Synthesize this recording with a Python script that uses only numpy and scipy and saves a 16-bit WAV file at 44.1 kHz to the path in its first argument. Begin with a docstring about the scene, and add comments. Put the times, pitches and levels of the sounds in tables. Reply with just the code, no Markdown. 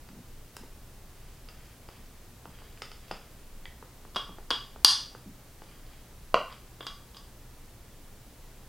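"""A spatula scrapes egg yolk from a small glass dish onto whipped egg white, close up.
First the blade wipes and knocks and its stem clacks on the rim; the yolk lands almost silently.
The handle clicks at 3.7 s, then the dish clinks, hardest at 4.8 s. After more wiping the spatula
is laid on the table at 6.3 s; light taps on the glass follow.
Throughout, a small hard kitchen answers each blow over faint hiss, rumble and mains hum."""
import sys
import numpy as np
from scipy import signal
from scipy.fft import rfft, irfft
from scipy.io import wavfile

SR = 44100
rng = np.random.default_rng(int(sys.argv[2]) if len(sys.argv) > 2 else 0)


def master_out(mix):
    """Clip the mix to full scale and print it as 16-bit PCM to the path in sys.argv[1]."""
    frames = np.transpose(np.atleast_2d(mix))
    ceiling = np.clip(frames, -1, 1)
    pcm = np.round(ceiling * 32767).astype(np.int16)
    wavfile.write(sys.argv[1], SR, pcm)


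N = 382788
RING_TIME_S = np.arange(SR // 3) / SR

# background spectrum: f/Hz, relative density/dB
FLOOR_SPECTRUM = [(12, -27.5), (20, 5), (30, -3.5), (42, -11.5), (59, -6.5), (85, -14), (120, -13.5),
                  (150, -17.5), (240, -20), (290, -21.5), (700, -27), (1470, -31.5), (2720, -34.5),
                  (15800, -38)]
# background stereo image: f/Hz, left-right correlation
FLOOR_CORRELATION = [(30, 1), (150, 0.99), (1000, 0.9), (4000, 0.62), (8000, 0.45), (13000, 0.39)]
# kitchen decay: f/Hz, t60/s
ROOM_DECAY = [(150, 0.3), (500, 0.29), (1100, 0.39), (3000, 0.38), (5000, 0.39), (9000, 0.35),
              (15000, 0.23)]
# kitchen reflections: f/Hz, level/dB
ROOM_LEVELS = [(150, -5.5), (500, -5.5), (1100, -4.5), (3000, -2), (5000, -3), (9000, -1.5), (15000, -15)]
# plops of yolk and handling: t/s, level/dB
PLOPS = [(0.093, -54), (0.163, -48), (0.6, -51.5), (1.97, -55.5), (2.46, -54), (3.105, -52), (4.282, -53),
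         (5.255, -48.5)]
# wiping strokes: t/s, length/s, level/dB
STROKES = [(1.046, 0.47, -68.5), (1.5, .3, -64.5), (1.861, 0.21, -65), (2.46, .33, -63), (2.88, 0.55, -66),
           (5.62, .22, -63), (5.849, 0.18, -63.5), (6.484, 0.086, -56)]
# blade knocks: t/s, level/dB, contact cut-off/Hz
KNOCKS = [(0.0884, -51.5, 3000), (0.5668, -40.5, 12000), (0.6345, -47, 900), (1.8874, -47, 900),
          (2.4548, -42, 1520), (2.587, -55, 2500), (2.6188, -50.5, 1200), (2.774, -55, 3000),
          (3.111, -31.5, 1150), (3.8255, -43.5, 1110), (4.05, -49, 1600), (4.292, -46, 706),
          (4.384, -44, 1090), (4.7601, -45, 1190), (5.1489, -43, 1300), (5.619, -45.5, 1880)]
# stem clacks on the rim: t/s, level/dB
CLACKS = [(1.4868, -47.5), (1.8874, -52), (2.8195, -35.5), (2.916, -45.5), (3.082, -55), (3.1129, -38)]
# modes of blade, stem, handle, tabletop and hand-held dish: f/Hz, level/dB, t60/s
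BLADE_MODES = [(394, -1, 0.02), (520, -1.5, .016), (870, 0, 0.015), (1190, -1, .014), (1480, -1, 0.011),
               (1930, -7, 0.01), (2560, -6.5, 0.016), (2954, -5.5, 0.014), (4760, 2.5, 0.0097)]
STEM_MODES = [(420, -7.5, 0.034), (805, -5.5, 0.012), (1260, -4.5, 0.028), (1453, -8.5, 0.035),
              (1920, -3, 0.0087), (2630, 0, 0.01), (3070, -4, 0.019), (3480, -3.5, 0.009), (4700, 3, 0.013),
              (5090, -6, 0.07), (5310, -9, 0.04)]
HANDLE_MODES = [(950, -3, 0.0084), (1880, -1, 0.023), (2020, -8, 0.081), (2260, -3, .014), (3270, 2, 0.015),
                (4700, -7.5, 0.017)]
TABLE_MODES = [(227, -47, 0.025), (478, -3, 0.014), (670, 4.5, 0.014), (993, -8, 0.013), (1053, 6.5, 0.016),
               (1490, -4, 0.012), (1900, -11.5, 0.016), (2360, -14.5, 0.03), (2790, -5, 0.019),
               (3320, -19, 0.049), (3920, -17, 0.014), (4730, -9, 0.0104)]
GLASS_MODES = [(380, -7.5, .012), (660, 0, 0.0077), (900, 0.5, 0.0098), (1105, -15.5, 0.3),
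               (1152, -17, 0.42), (1160, 9, 0.013), (1230, -13, 0.087), (1404, -6, .014),
               (1800, -5.5, 0.01207), (2866, 0, 0.025), (2990, -9, 0.036), (3302, -5.5, 0.16),
               (3254, 4.5, 0.022), (3530, 1, 0.028), (3886, -3, .02), (4120, -2, 0.013), (4545, -5, .02),
               (4890, -8.5, 0.11), (4765, 6.5, 0.02), (5020, -4.5, 0.0407), (5170, -8.5, 0.034),
               (5440, -5.5, 0.0248), (6540, -6, .007), (8010, -7.5, .003), (10950, -6.5, 0.0026)]
# glass mode groups (thud, rim tone, ring, chime, tick): low f/Hz, high f/Hz
GROUP_BANDS = [(200, 750), (750, 1900), (2700, 4000), (4000, 5800), (6000, 12500)]
# per group, at even brightness: level/dB
GROUP_LEVELS = [-5.5, 1.5, 0.9, -3, -16]
# per group, contact noise re modes: level/dB
GROUP_CONTACT = [1, -1.5, -4, -3, 1]
# per group, effect of the strike place: sign (ring -1, chime +1)
GROUP_PLACE_SIGNS = [0, 0, -1, 1, 0]
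# taps on the dish: t/s, level/dB, brightness/(dB/octave), strike place/dB (+ favours the chime)
TAPS = [(4.147, -50, .5, 1), (4.1598, -34.3, -1.3, 0.5), (4.165, -34, -2, -2), (4.505, -29, .6, 4),
        (4.5105, -30.5, -1.3, -4.5), (4.847, -12, 6.1, 3.5), (6.525, -51.5, -1.5, 0),
        (6.807, -48, -4.5, -6), (6.8272, -50.5, -1, -1), (6.867, -37.8, 1, 1.5), (7.1456, -56.5, -1, -2),
        (7.1682, -50, 2.8, 3)]


def amp(db):
    """Decibels to gain."""
    return 10 ** (np.asarray(db) / 20)


def unit(x):
    """Scale to rms 1."""
    return x / np.sqrt(np.mean(x ** 2) + 1e-20)


def unit_attack(x):
    """Scale to rms 1 over the first 5 ms."""
    return x / np.sqrt(np.mean(x[:SR // 190] ** 2) + 1e-20)


def lookup(points, hz):
    """Interpolate a table over log frequency."""
    table_hz, value = np.transpose(points)
    return np.interp(np.log(hz + 1), np.log(table_hz + 1), value)


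def filtered(x, hz, kind, order=2):
    """Causal Butterworth filter."""
    sos = signal.butter(order, np.clip(hz, 1, SR / 2 - 1), kind, fs=SR, output="sos")
    return signal.sosfilt(sos, x)


def add(mix, at_s, sound):
    """Mix a sound in at at_s."""
    part = mix[max(round(at_s * SR), 0):][:len(sound)]
    part += sound[:len(part)]


def background(floor_db=-49, hum_hz=120, hum_db=-65):
    """Room rumble and mains hum in the centre, hiss spread wider."""
    hz = np.fft.rfftfreq(N, 1 / SR)
    mid, side = rfft(rng.standard_normal((2, N))) * amp(lookup(FLOOR_SPECTRUM, hz))
    correlation = lookup(FLOOR_CORRELATION, hz)
    mid, side = mid * np.sqrt(1 + correlation), side * np.sqrt(1 - correlation)
    floor = unit(irfft(np.array([mid + side, mid - side]), N))
    hum = np.sqrt(2) * np.sin(2 * np.pi * hum_hz * np.arange(N) / SR)
    return amp(floor_db) * floor + amp(hum_db) * hum


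def kitchen(x, wet_db, build_s=0.0042):
    """Direct sound plus dense reflections that build up, then decay band by band."""
    t = np.arange(SR * 2 // 3) / SR
    hz, frame_s, spectrum = signal.stft(rng.standard_normal(len(t)), SR, nperseg=256)
    t60_s = lookup(ROOM_DECAY, hz)[:, None]
    decay = amp(lookup(ROOM_LEVELS, hz)[:, None] - 60 * frame_s / t60_s)
    energy_norm = np.sqrt(2 * np.log(1000) / (t60_s * SR))
    tail = signal.istft(spectrum * decay * energy_norm, SR, nperseg=256)[1][:len(t)]
    response = amp(wet_db) * tail * (1 - np.exp(-t / build_s))
    response[0] = 1  # direct path
    return signal.fftconvolve(x, response)


def plops(band_hz=(160, 260), length_s=0.082):
    """Yolk and handling: soft, low puffs with no ring."""
    out = np.zeros(N)
    envelope = np.sin(np.pi * np.sqrt(np.minimum(RING_TIME_S / length_s, 1)))
    for at_s, level_db in PLOPS:
        puff = unit(filtered(rng.standard_normal(len(envelope)), band_hz, "band"))
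        add(out, at_s, amp(level_db) * puff * envelope)
    return out


def ring(modes, max_cycles=np.inf, pitch=1):
    """Struck modes of alternating sign decay; a grip caps each t60 at max_cycles periods."""
    out = np.zeros(len(RING_TIME_S))
    for k, (hz, level_db, t60_s) in enumerate(modes):
        envelope = amp(level_db - 60 * RING_TIME_S / min(t60_s, max_cycles / hz))
        out += (-1) ** k * envelope * np.sin(2 * np.pi * hz * pitch * RING_TIME_S)
    return out


def contact_noise(t60_s):
    """Brief noise of two surfaces meeting."""
    return rng.standard_normal(len(RING_TIME_S)) * amp(-60 * RING_TIME_S / t60_s)


def blow(modes, low_hz, contact_hz, noise_db, noise_t60_s, detune=0):
    """Modes plus contact noise; a light part radiates no bass, a soft contact no treble."""
    tone = ring(modes, pitch=1 + detune * rng.standard_normal())
    body = unit_attack(tone) + amp(noise_db) * unit_attack(contact_noise(noise_t60_s))
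    softened = filtered(body, contact_hz, "low")
    return unit_attack(filtered(softened, low_hz, "high"))


def stroke_gain(rise_share=0.37):
    """Each stroke presses on and lifts off in one smooth arch."""
    gain = np.zeros(N)
    for start_s, length_s, level_db in STROKES:
        progress = np.arange(0, length_s, 1 / SR) / length_s
        arch = np.sin(np.interp(progress, [0, rise_share, 1], [0, np.pi / 2, np.pi]))
        add(gain, start_s, amp(level_db) * arch)
    return gain


def wiping(slips_per_s=1800, flutter_db=1.0):
    """Tiny slips of the wet blade hiss and excite the upper glass modes."""
    sizes = rng.standard_normal(N) * amp(flutter_db * rng.standard_normal(N))
    slips = sizes * (rng.random(N) < slips_per_s / SR)
    damped_glass = ring([(hz, level_db, 0.012) for hz, level_db, _ in GLASS_MODES])
    tone = unit(signal.fftconvolve(slips, damped_glass)[:N])
    hiss = unit(filtered(slips, [1500, 3200], "band"))
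    rub = unit(filtered(tone + hiss, [1300, 5200], "band"))
    return kitchen(rub * stroke_gain(), wet_db=1)[:N]


def blade_knock(level_db, contact_hz, ref_db=-46, ref_octaves=3.4, octaves_per_db=0.3):
    """A harder knock moves more of the spatula and reaches further into the bass."""
    low_hz = contact_hz / 2 ** (ref_octaves + octaves_per_db * (level_db - ref_db))
    knock = blow(BLADE_MODES, low_hz, contact_hz, noise_db=0.5, noise_t60_s=0.02, detune=0.03)
    return amp(level_db) * kitchen(knock, wet_db=0)


def blade_catches(rate_per_s=7, above_stroke_db=2.5, spread_db=2.5):
    """The blade catches on the glass: faint knocks at random within each stroke."""
    out = np.zeros(N)
    for start_s, length_s, stroke_db in STROKES:
        for progress, size in rng.random((round(rate_per_s * length_s), 2)):
            level_db = stroke_db + above_stroke_db + spread_db * (2 * size - 1)
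            add(out, start_s + progress * length_s, blade_knock(level_db, contact_hz=2700))
    return out


def spatula_blows(click_s=3.6553, click_db=-41, set_down_s=6.3431, set_down_db=-12.5):
    """The blade knocks, the stiff stem clacks, the handle clicks, the spatula meets the table."""
    out = np.zeros(N)
    for at_s, level_db, contact_hz in KNOCKS:
        add(out, at_s, blade_knock(level_db, contact_hz))
    for at_s, level_db in CLACKS:
        clack = blow(STEM_MODES, 210, 5100, noise_db=-1.5, noise_t60_s=0.03, detune=0.011)
        add(out, at_s, amp(level_db) * kitchen(clack, wet_db=2))
    click = blow(HANDLE_MODES, 300, 6000, noise_db=-21, noise_t60_s=0.008)
    add(out, click_s, amp(click_db) * kitchen(click, wet_db=-0.5))
    set_down = blow(TABLE_MODES, 165, 3470, noise_db=-12.5, noise_t60_s=0.01)
    add(out, set_down_s, amp(set_down_db) * kitchen(set_down, wet_db=0.5))
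    return out


def glass_group(band_hz, contact_db, force_db, grip_cycles=560, halving_db=20, rattle_db_per_db=0.08):
    """One band of glass modes; a harder blow presses on the glass, damps it and rattles more."""
    low_hz, high_hz = band_hz
    modes = [mode for mode in GLASS_MODES if low_hz <= mode[0] < high_hz]
    tone = unit_attack(ring(modes, max_cycles=grip_cycles / 2 ** (force_db / halving_db)))
    rattle = unit_attack(filtered(contact_noise(t60_s=0.026), band_hz, "band", order=1))
    body = tone + amp(contact_db + rattle_db_per_db * force_db) * rattle
    return unit_attack(filtered(body, band_hz, "band", order=1))


def glass_taps(ref_db=-35, pivot_hz=2470, push_db=-20.5, push_s=0.0007):
    """Each tap shoves the whole dish and rings it; brightness and strike place weight the groups."""
    out = np.zeros(N)
    push_age = RING_TIME_S / push_s
    push = amp(push_db) * unit_attack((1 - push_age) * np.exp(-push_age))
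    groups = list(zip(GROUP_BANDS, GROUP_LEVELS, GROUP_CONTACT, GROUP_PLACE_SIGNS))
    for at_s, level_db, tilt_db_per_octave, place_db in TAPS:
        tap = push.copy()
        for band_hz, group_db, contact_db, place_sign in groups:
            octaves = np.log2(np.sqrt(np.prod(band_hz)) / pivot_hz)
            gain = amp(group_db + tilt_db_per_octave * octaves + place_sign * place_db)
            tap += gain * glass_group(band_hz, contact_db, force_db=level_db - ref_db)
        add(out, at_s, amp(level_db) * kitchen(tap, wet_db=1))
    return out


def scene():
    """Stereo background; all handling sounds centred."""
    return background() + glass_taps() + spatula_blows() + wiping() + blade_catches() + plops()


def record(dry, limit_db=-3, release_db_per_s=130, attack_s=0.0014, edge_hz=16000):
    """A limiter ducks after the hardest clink, whose first cycles clip; then a low-pass."""
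    peak_db = 20 * np.log10(abs(dry).max(0) + 1e-9)
    release_db = np.arange(N) / SR * release_db_per_s
    held_db = np.maximum.accumulate(peak_db + release_db) - release_db
    over_db = np.maximum(held_db - limit_db, 0)
    pole = np.exp(-1 / (attack_s * SR))
    duck_db = signal.lfilter([1 - pole], [1, -pole], over_db)
    clipped = np.clip(dry / amp(duck_db), -1, 1)
    low_pass = signal.firwin(511, edge_hz, window=("kaiser", 9), fs=SR)
    return signal.oaconvolve(clipped, low_pass[None], "same")


dry = scene()
out = record(dry)
master_out(out)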